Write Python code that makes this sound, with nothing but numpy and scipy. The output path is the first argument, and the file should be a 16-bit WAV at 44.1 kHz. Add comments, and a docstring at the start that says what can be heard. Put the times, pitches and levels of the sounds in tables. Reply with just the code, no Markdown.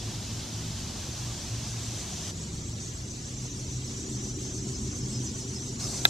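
"""A cicada throbs about seven times a second over a chorus of insects hissing in summer woods; a cricket chirps.
Far traffic rumbles, engines swell and fade, an exhaust drones and a truck slowly gathers speed.
Filtered noise makes the insects' hiss and buzz and the traffic; scattered tones make engines and chirps.
For a spell a noise suppressor thins the hiss into grains; near the end a hard contact clicks on a plastic
body, heard as decaying resonances and a crack of noise."""
import sys
import numpy as np
from scipy import signal
from scipy.fft import rfft, irfft, next_fast_len
from scipy.io import wavfile
from scipy.ndimage import uniform_filter1d, map_coordinates

SR = 44100
rng = np.random.default_rng(int(sys.argv[2]) if len(sys.argv) > 2 else 0)


def pcm_store(signal):
    """Save signal as 16-bit PCM."""
    levels = np.round(np.clip(np.atleast_2d(signal), -1, 1) * 32767)
    wavfile.write(sys.argv[1], SR, levels.astype(np.int16).T)


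N = 268921

# the spell of suppressed, differently coloured hiss: start and stop [s]
SPELL_START_S, SPELL_STOP_S = 2.313, 5.795
# left-right correlation of the spell's hiss, the chorus and the cicada: (frequency [Hz], correlation [-1 to 1])
ALIKE_SPELL = [(300, 0.74), (700, 0.17), (1600, -0.47), (2500, -0.2), (3700, 0.5), (8400, 0.57),
               (11000, -0.28), (12700, -0.2), (14000, -0.77)]


def amp(db):
    """Level to amplitude: 20 dB is a factor of ten."""
    return 10 ** (np.asarray(db) / 20)


def unit(x):
    """Normalization to an rms of 1."""
    return x / np.sqrt(np.mean(x ** 2) + 1e-20)


def clock():
    """Sampled time: the instant of every sample [s]."""
    return np.arange(N) / SR


def along(points, hz):
    """Interpolation of (frequency [Hz], value) points on a logarithmic frequency axis."""
    f, v = np.transpose(points)
    return np.interp(np.log(hz + 1), np.log(f + 1), v)


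def curves(rows):
    """Linear interpolation in time: one curve for each column after the time."""
    s, *cols = np.transpose(rows)
    return [np.interp(clock(), s, c) for c in cols]


def wobble(rate):
    """Band-limited fluctuation: a smooth curve through random knots, rate of them a second."""
    knots = rng.standard_normal(int(N * rate / SR) + 4)
    steps = np.arange(len(knots) * 20) / 20
    smooth = map_coordinates(knots, [steps])
    return np.interp(clock() * rate, steps, smooth)


def filtered(x, response):
    """Linear filtering: the spectrum is multiplied by a response of frequency."""
    m = next_fast_len(N + 8192)
    hz = np.fft.rfftfreq(m, 1 / SR)
    return irfft(rfft(x, m) * response(hz), m)[..., :N]


def colour(points):
    """Spectral shaping: the response through (frequency [Hz], level [dB]) points."""
    return lambda hz: amp(along(points, hz))


def bands(rows):
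    """Resonance: a sum of peaks, each (centre [Hz], width [Hz], level [dB])."""
    def response(hz):
        return sum(amp(db) / (1 + ((hz - centre) / width) ** 2 * 2) for centre, width, db in rows)
    return response


def rush(response, alike):
    """Partly coherent stereo noise of rms 1: the balance of mid and side sets the correlation."""
    def mid_side(hz):
        turn = np.arccos(np.clip(along(alike, hz), -1, 1)) / 2
        return response(hz) * np.array([np.cos(turn), np.sin(turn)])
    mid, side = filtered(rng.standard_normal((2, N)), mid_side)
    return unit(np.array([mid + side, mid - side]))


def far_tone(hz, scatter, flutter):
    """Multipath propagation: a direct wave plus wandering scattered paths, scaled to rms 1."""
    paths = 1 + scatter * (wobble(flutter) + 1j * wobble(flutter))
    phase = 2 * np.pi * np.cumsum(hz) / SR
    return unit(np.real(paths * np.exp(1j * phase)))


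def speckled(x, depth_db):
    """Random modulation in time and frequency: patches of gain about 130 Hz by 25 ms."""
    z = signal.stft(x, nperseg=1024, noverlap=768)[2]
    field = rng.standard_normal(z.shape[1:])
    field = uniform_filter1d(field, size=3, axis=0)
    field = uniform_filter1d(field, size=4, axis=1)
    return signal.istft(z * amp(depth_db * unit(field)), nperseg=1024, noverlap=768)[1][:, :N]


def traffic():
    """Incoherent summation: many far engines merge into a rumble and a roar above it, both swelling slowly."""
    # spectra: (frequency [Hz], relative level per Hz [dB])
    rumble_spectrum = [(12, -19), (28, -13.5), (45, -4), (70, -0.5), (105, 0), (145, -4.5), (200, -12),
                       (400, -29.5), (800, -76)]
    roar_spectrum = [(80, -26), (150, -3.5), (210, 2.5), (290, -2), (385, -5), (420, -9.5), (455, -13),
                     (490, -15), (560, -29), (900, -37), (2000, -90)]
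    # left-right correlation: (frequency [Hz], correlation [-1 to 1])
    alike_road = [(130, .9995), (280, 0.97), (500, 0.59)]
    # a heavy vehicle lifts the rumble: (loudest at [s], half length [s], lift [dB])
    heavy_pass = (4.96, 0.26, 2.3)
    # the roar ebbs, then swells with the truck: (time [s], level over its base [dB])
    roar_swell = [(0, 2.5), (1.4, -0.4), (3.4, -0.4), (4.1, 4), (5.2, 3.5), (6.1, 0.5)]
    rumble_db, roar_db = -40.5, -45.5  # base levels
    at, half, lift_db = heavy_pass
    heavy_db = lift_db * np.exp(-((clock() - at) / half) ** 2)
    swell_db, = curves(roar_swell)
    rumble_gain = amp(rumble_db + heavy_db + 0.37 * wobble(7.2))
    roar_gain = amp(roar_db + swell_db + 0.46 * wobble(9.5))
    rumble = rumble_gain * rush(colour(rumble_spectrum), alike_road)
    roar = roar_gain * rush(colour(roar_spectrum), alike_road)
    return rumble + roar


def passes():
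    """Amplitude and frequency modulation: each passing engine swells and fades while its note glides."""
    # (loudest at [s], half length [s], pitch [Hz], glide [Hz per s], level [dB])
    passing_engines = [(0.66, 0.33, 159.4, -7.5, -46), (2.382, 0.37, 160.5, 15, -44)]
    fall_db = 10.5  # below the peak, half a length away
    out = np.zeros(N)
    for at, half, hz, glide, db in passing_engines:
        t = clock() - at
        gain = amp(db - fall_db * (t / half) ** 2)
        out += gain * far_tone(hz + glide * t, scatter=0.36, flutter=10)
    return out


def exhaust():
    """A drifting periodic source: an exhaust drone eases off, then settles higher; the air makes it waver."""
    # (time [s], pitch [Hz], level [dB])
    drone = [(0, 108.4, -41.5), (.25, 116.6, -38.5), (.42, 109.7, -40.5), (.67, 110, -40.5),
             (.9, 118.8, -49), (1.22, 117, -41), (1.4, 116.9, -44), (1.62, 116.9, -36),
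             (1.83, 114.5, -37.5), (2.15, 112.4, -50), (2.5, 113.9, -49), (2.8, 116.4, -45.5),
             (3.2, 123.7, -44.5), (3.36, 126, -39), (3.86, 127, -38), (4.02, 126.4, -45.5),
             (4.15, 125.5, -35), (4.3, 124.3, -41), (4.95, 124.2, -37), (5.35, 125.1, -41.5),
             (6.05, 125.6, -40.5)]
    hz, db = curves(drone)
    hunting = 1.8 * wobble(9)  # random unsteadiness of pitch [Hz]
    return amp(db + .6 * wobble(9)) * far_tone(hz + hunting, scatter=.45, flutter=20)


def truck():
    """Engine tones: a truck's shaft orders, and two tones of another engine, climb together in pitch."""
    # (time [s], level [dB])
    truck_level = [(0, -59.5), (1.5, -51), (3, -55), (4.4, -43.5), (5.8, -44)]
    # the truck's orders and, at 8.375 and 12.3, the other engine: (multiple of the truck's shaft speed)
    tone_multiples = np.array([4, 6, 8.375, 9, 10, 12, 12.3, 13, 14, 15, 15.5, 16])
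    # one for each tone: (relative level [dB])
    tone_levels = [-0.5, -5, 0, -4, 2, -6, 0.5, -4.5, -6.5, -3.5, -8.5, 1.5]
    shaft = 21.75 + .5 * clock()  # turns per second, steadily gaining
    truck_db, = curves(truck_level)
    tones = sum(amp(level) * far_tone(k * shaft, scatter=.27, flutter=5)
                for k, level in zip(tone_multiples, tone_levels))
    return amp(truck_db) * unit(tones)


def click():
    """Impact excitation of modes: a hard contact touches, strikes and rebounds, ringing a plastic body."""
    # a light touch, the blow, a rebound: (time [s], gain of the ring [dB], initial level of the crack [dB])
    contacts = [(6.0492, -25, -27), (6.0526, 0, -19), (6.0556, -26, -25.5)]
    # modes: (frequency [Hz], relative level [dB], decay by 60 dB [s], left-right level [dB], left lead [rad])
    body_modes = [(417, -27, 0.032, -7, -2), (727, -14, .014, -4, -1), (850, -20.5, 0.016, 7, -.1),
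                  (1350, -19.5, 0.04, -4, 1.5), (1617, -8, .022, -6.5, 3.5), (2027, -14.5, 0.026, 5.5, 3.5),
                  (2565, -19, 0.032, -2, -1.6), (2650, -1.5, 0.0043, -2, -1.7), (3270, -20, 0.027, 4, -2),
                  (3600, -1.5, 0.011, -8, -1.2), (3730, -4, .011, -1, -1.5), (3880, -7.5, 0.014, 5, -1),
                  (4470, 13.5, 0.0021, -3, -3), (6200, -12, .006, 8, 3)]
    # contact noise: (frequency [Hz], relative level per Hz [dB])
    crack_spectrum = [(500, -8), (4000, -19), (5200, -12), (6400, 1), (7500, -2), (8500, 0), (10000, -8),
                      (14000, -3), (15800, -12)]
    crack_t60_s, attack_s = 0.015, .0006
    out = np.zeros((2, N))
    sides = np.array([[1], [-1]])  # each microphone port hears the modes a little differently
    for at, ring_db, crack_db in contacts:
        first = round(at * SR)
        t = np.arange(N - first) / SR
        ring = 0
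        for hz, db, t60, pan, lead in body_modes:
            decay = amp(db + sides * pan / 2 - 60 * t / t60)
            ring = ring + decay * np.sin(2 * np.pi * hz * t + sides * lead / 2)
        noise = rush(colour(crack_spectrum), [(3000, 0.29)])[:, first:]
        crack = amp(crack_db - 60 * t / crack_t60_s) * noise
        attack = 1 - np.exp(-t / attack_s)
        out[:, first:] += attack * (amp(ring_db) * ring + crack)
    return out


def wash():
    """Superposed incoherent sources: far tyres and countless insects hiss, with another colour in the spell."""
    # hiss before, during and after the spell: (frequency [Hz], relative level per Hz [dB])
    before_spectrum = [(200, -27), (450, -3.5), (700, -2), (1500, -8), (2300, -8), (3400, -2.5),
                       (4200, -2.5), (6200, 0.5), (7600, -4), (9300, -13.5), (10000, -12), (11200, -20),
                       (13400, -15), (15500, -47)]
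    spell_spectrum = [(200, -32), (450, -1), (700, -3.5), (1500, -7), (2500, -6.5), (3600, -3),
                      (4700, -2.5), (5400, 0.5), (6400, 1.5), (7700, -1), (9400, -15), (10000, -12.5),
                      (11000, -19.5), (13400, -18.5), (15500, -42)]
    after_spectrum = [(200, -26), (450, -3.5), (700, 0), (1500, -8.5), (3000, -9.5), (4400, 1), (6200, -4),
                      (7500, -0.5), (9000, -5.5), (10000, -12), (11000, -18), (13400, -16), (15500, -39)]
    # left-right correlation outside the spell: (frequency [Hz], correlation [-1 to 1])
    alike_outside = [(300, 0.46), (600, 0.81), (1300, 0.57), (3000, 0.91), (5000, 0.66), (8000, 0.25),
                     (10000, 0.15), (12000, -0.0047), (14000, -0.85)]
    started = np.clip((clock() - SPELL_START_S) / .01 + .5, 0, 1)
    stopped = np.clip((clock() - SPELL_STOP_S) / .015 + .5, 0, 1)
    before = unit(speckled(rush(colour(before_spectrum), alike_outside), depth_db=2.1))
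    before = amp(-40.5 + 0.29 * clock()) * before
    during = amp(-39.0 + 0.045 * (clock() - SPELL_START_S)) * rush(colour(spell_spectrum), ALIKE_SPELL)
    after = amp(-38.5) * unit(speckled(rush(colour(after_spectrum), alike_outside), depth_db=2.5))
    # equal-power crossfades
    mix = np.sqrt(1 - started) * before
    mix = mix + np.sqrt(started * (1 - stopped)) * during + np.sqrt(stopped) * after
    return mix * amp(0.32 * wobble(21.12))


def chorus():
    """Independent narrow-band sources: far insects' uneven pulses overlap into a shimmer."""
    # far singers: (centre [Hz], width [Hz], relative level at the centre [dB])
    singers = [(5730, 62, -2.5), (5850, 57, -.5), (6005, 64, 2), (6190, 350, -2.5), (6540, 140, -5.5),
               (6950, 170, -5.5), (7220, 70, -5), (7454, 87, -4), (7660, 100, -3), (9200, 53, -12)]
    # (time [s], level [dB])
    chorus_level = [(0, -55.5), (2.5, -43.5), (4, -39.5), (6.1, -40)]
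    shimmer_rate, shimmer_db = 22, 1.8  # each singer's pulsing: knots per second, depth
    level_db, = curves(chorus_level)
    voices = 0
    for hz, width, db in singers:
        gain = amp(db + shimmer_db * wobble(shimmer_rate)) * np.sqrt(width)
        voices = voices + gain * rush(bands([(hz, width, 0)]), ALIKE_SPELL)
    return amp(level_db) * unit(voices)


def cricket():
    """Tone bursts under multipath: chirps of uneven strength slide down and are smeared by the trees."""
    # (loudest at [s], pitch [Hz], level [dB])
    chirp_rows = [(3.238, 5220, -55), (3.33, 5160, -55), (3.469, 5240, -54), (3.615, 5205, -53),
                  (3.737, 5200, -63), (3.888, 5300, -49), (3.99, 5170, -54), (4.185, 5260, -50),
                  (4.317, 5200, -52), (4.459, 5165, -48), (4.592, 5185, -45), (4.749, 5220, -45),
                  (4.876, 5190, -48), (5.032, 5295, -44.5), (5.157, 5165, -42), (5.289, 5166, -45),
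                  (5.427, 5150, -46), (5.561, 5187, -42), (5.705, 5171, -48), (5.842, 5200, -39),
                  (5.979, 5196, -44)]
    half_s, fall_db = .026, 7  # half the length of a chirp, and its fall by then
    slide_hz_per_s, waver_hz = -500, 55
    at, hz, db = np.transpose(chirp_rows)
    nearest = np.searchsorted((at[1:] + at[:-1]) / 2, clock())
    t = clock() - at[nearest]
    level_db = db[nearest] - fall_db * (t / half_s) ** 2
    pitch = hz[nearest] + slide_hz_per_s * t + waver_hz * wobble(110)
    # each side receives its own scattered paths
    return amp(level_db) * np.array([far_tone(pitch, scatter=.6, flutter=230) for side in range(2)])


def cicada():
    """Amplitude-modulated noise and resonance: tymbal throbs swell to a late peak and ring the abdomen."""
    # throbs: (start [s], level before the common 2 dB cut [dB])
    throb_rows = [(1.25, -54), (1.39, -57), (1.6, -50), (1.75, -49), (1.91, -48), (2.05, -52), (2.2, -48),
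                  (2.34, -46.5), (2.49, -47.5), (2.61, -48), (2.76, -45), (2.9, -47.5), (3.04, -47.5),
                  (3.18, -47.5), (3.34, -46.5), (3.49, -46.5), (3.66, -48), (3.8, -47), (3.93, -45.5),
                  (4.04, -46), (4.18, -44.5), (4.33, -45), (4.48, -44), (4.61, -44.5), (4.76, -44),
                  (4.9, -45.5), (5.02, -44.5), (5.17, -43.5), (5.3, -43.5), (5.45, -44), (5.58, -44.5),
                  (5.73, -48), (5.86, -44), (6.01, -63)]
    # buzz: (frequency [Hz], relative level per Hz [dB])
    tymbal_spectrum = [(3000, -24), (5400, -6.5), (6100, 3.5), (7000, -1), (7650, 0.5), (8400, -3),
                       (9500, -15), (10000, -15), (11000, -23), (13200, -18), (15000, -41)]
    # lower body resonance: (centre [Hz], width [Hz], relative level [dB])
    abdomen_band = [(4430, 140, 0)]
    abdomen_db = -12.5  # below the buzz
    last_throb_s, lean, sharpness = .14, 1.45, .9  # lean delays the peak
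    start, db = np.transpose(throb_rows)
    edges = np.append(start, start[-1] + last_throb_s)
    number, cycle = np.divmod(np.interp(clock(), edges, np.arange(len(edges))), 1)
    strength = amp(db[np.minimum(number.astype(int), len(db) - 1)])
    throb = np.abs(np.sin(np.pi * cycle ** lean)) ** sharpness
    rattle = amp(1.4 * wobble(180))
    buzz = speckled(rush(colour(tymbal_spectrum), ALIKE_SPELL), depth_db=2.5)
    late_stroke = throb * cycle ** 2
    ring = amp(abdomen_db) * unit(late_stroke * rush(bands(abdomen_band), ALIKE_SPELL))
    return amp(-2.0) * strength * (unit(throb * rattle * buzz) + ring)


def suppressor(x):
    """Spectral suppression: in the spell, each band is turned down when weak for that band, leaving grains."""
    # knee against the band's mean power in the spell: (frequency [Hz], level [dB])
    knee_points = [(1800, -2.5), (3600, 0), (6000, -.5), (11000, 1)]
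    bass_edge_hz = 480  # the bass below is left alone
    hz, s, z = signal.stft(x, SR, nperseg=1024, noverlap=768)
    in_spell = (s > SPELL_START_S) & (s < SPELL_STOP_S)
    power = np.abs(uniform_filter1d(np.abs(z.mean(axis=0)) ** 2, size=3, axis=1))
    usual = power[:, in_spell].mean(axis=1, keepdims=True)
    knee = amp(along(knee_points, hz))[:, None] ** 2 * usual
    acting = in_spell * np.clip((hz[:, None] - bass_edge_hz) / 100 + .5, 0, 1)
    gain = (power / (power + knee + 1e-20)) ** acting
    return signal.istft(z * gain, SR, nperseg=1024, noverlap=768)[1][:, :N]


def scene():
    """Superposition: road, click and insects add linearly."""
    road = traffic() + passes() + exhaust() + truck()
    insects = wash() + chorus() + cricket() + cicada()
    return road + click() + insects


def record(dry):
    """Suppression, clipping at full scale and band limitation act in turn."""
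    top_hz = 15800
    return filtered(np.clip(suppressor(dry), -1, 1), lambda hz: hz < top_hz)


dry = scene()
out = record(dry)
pcm_store(out)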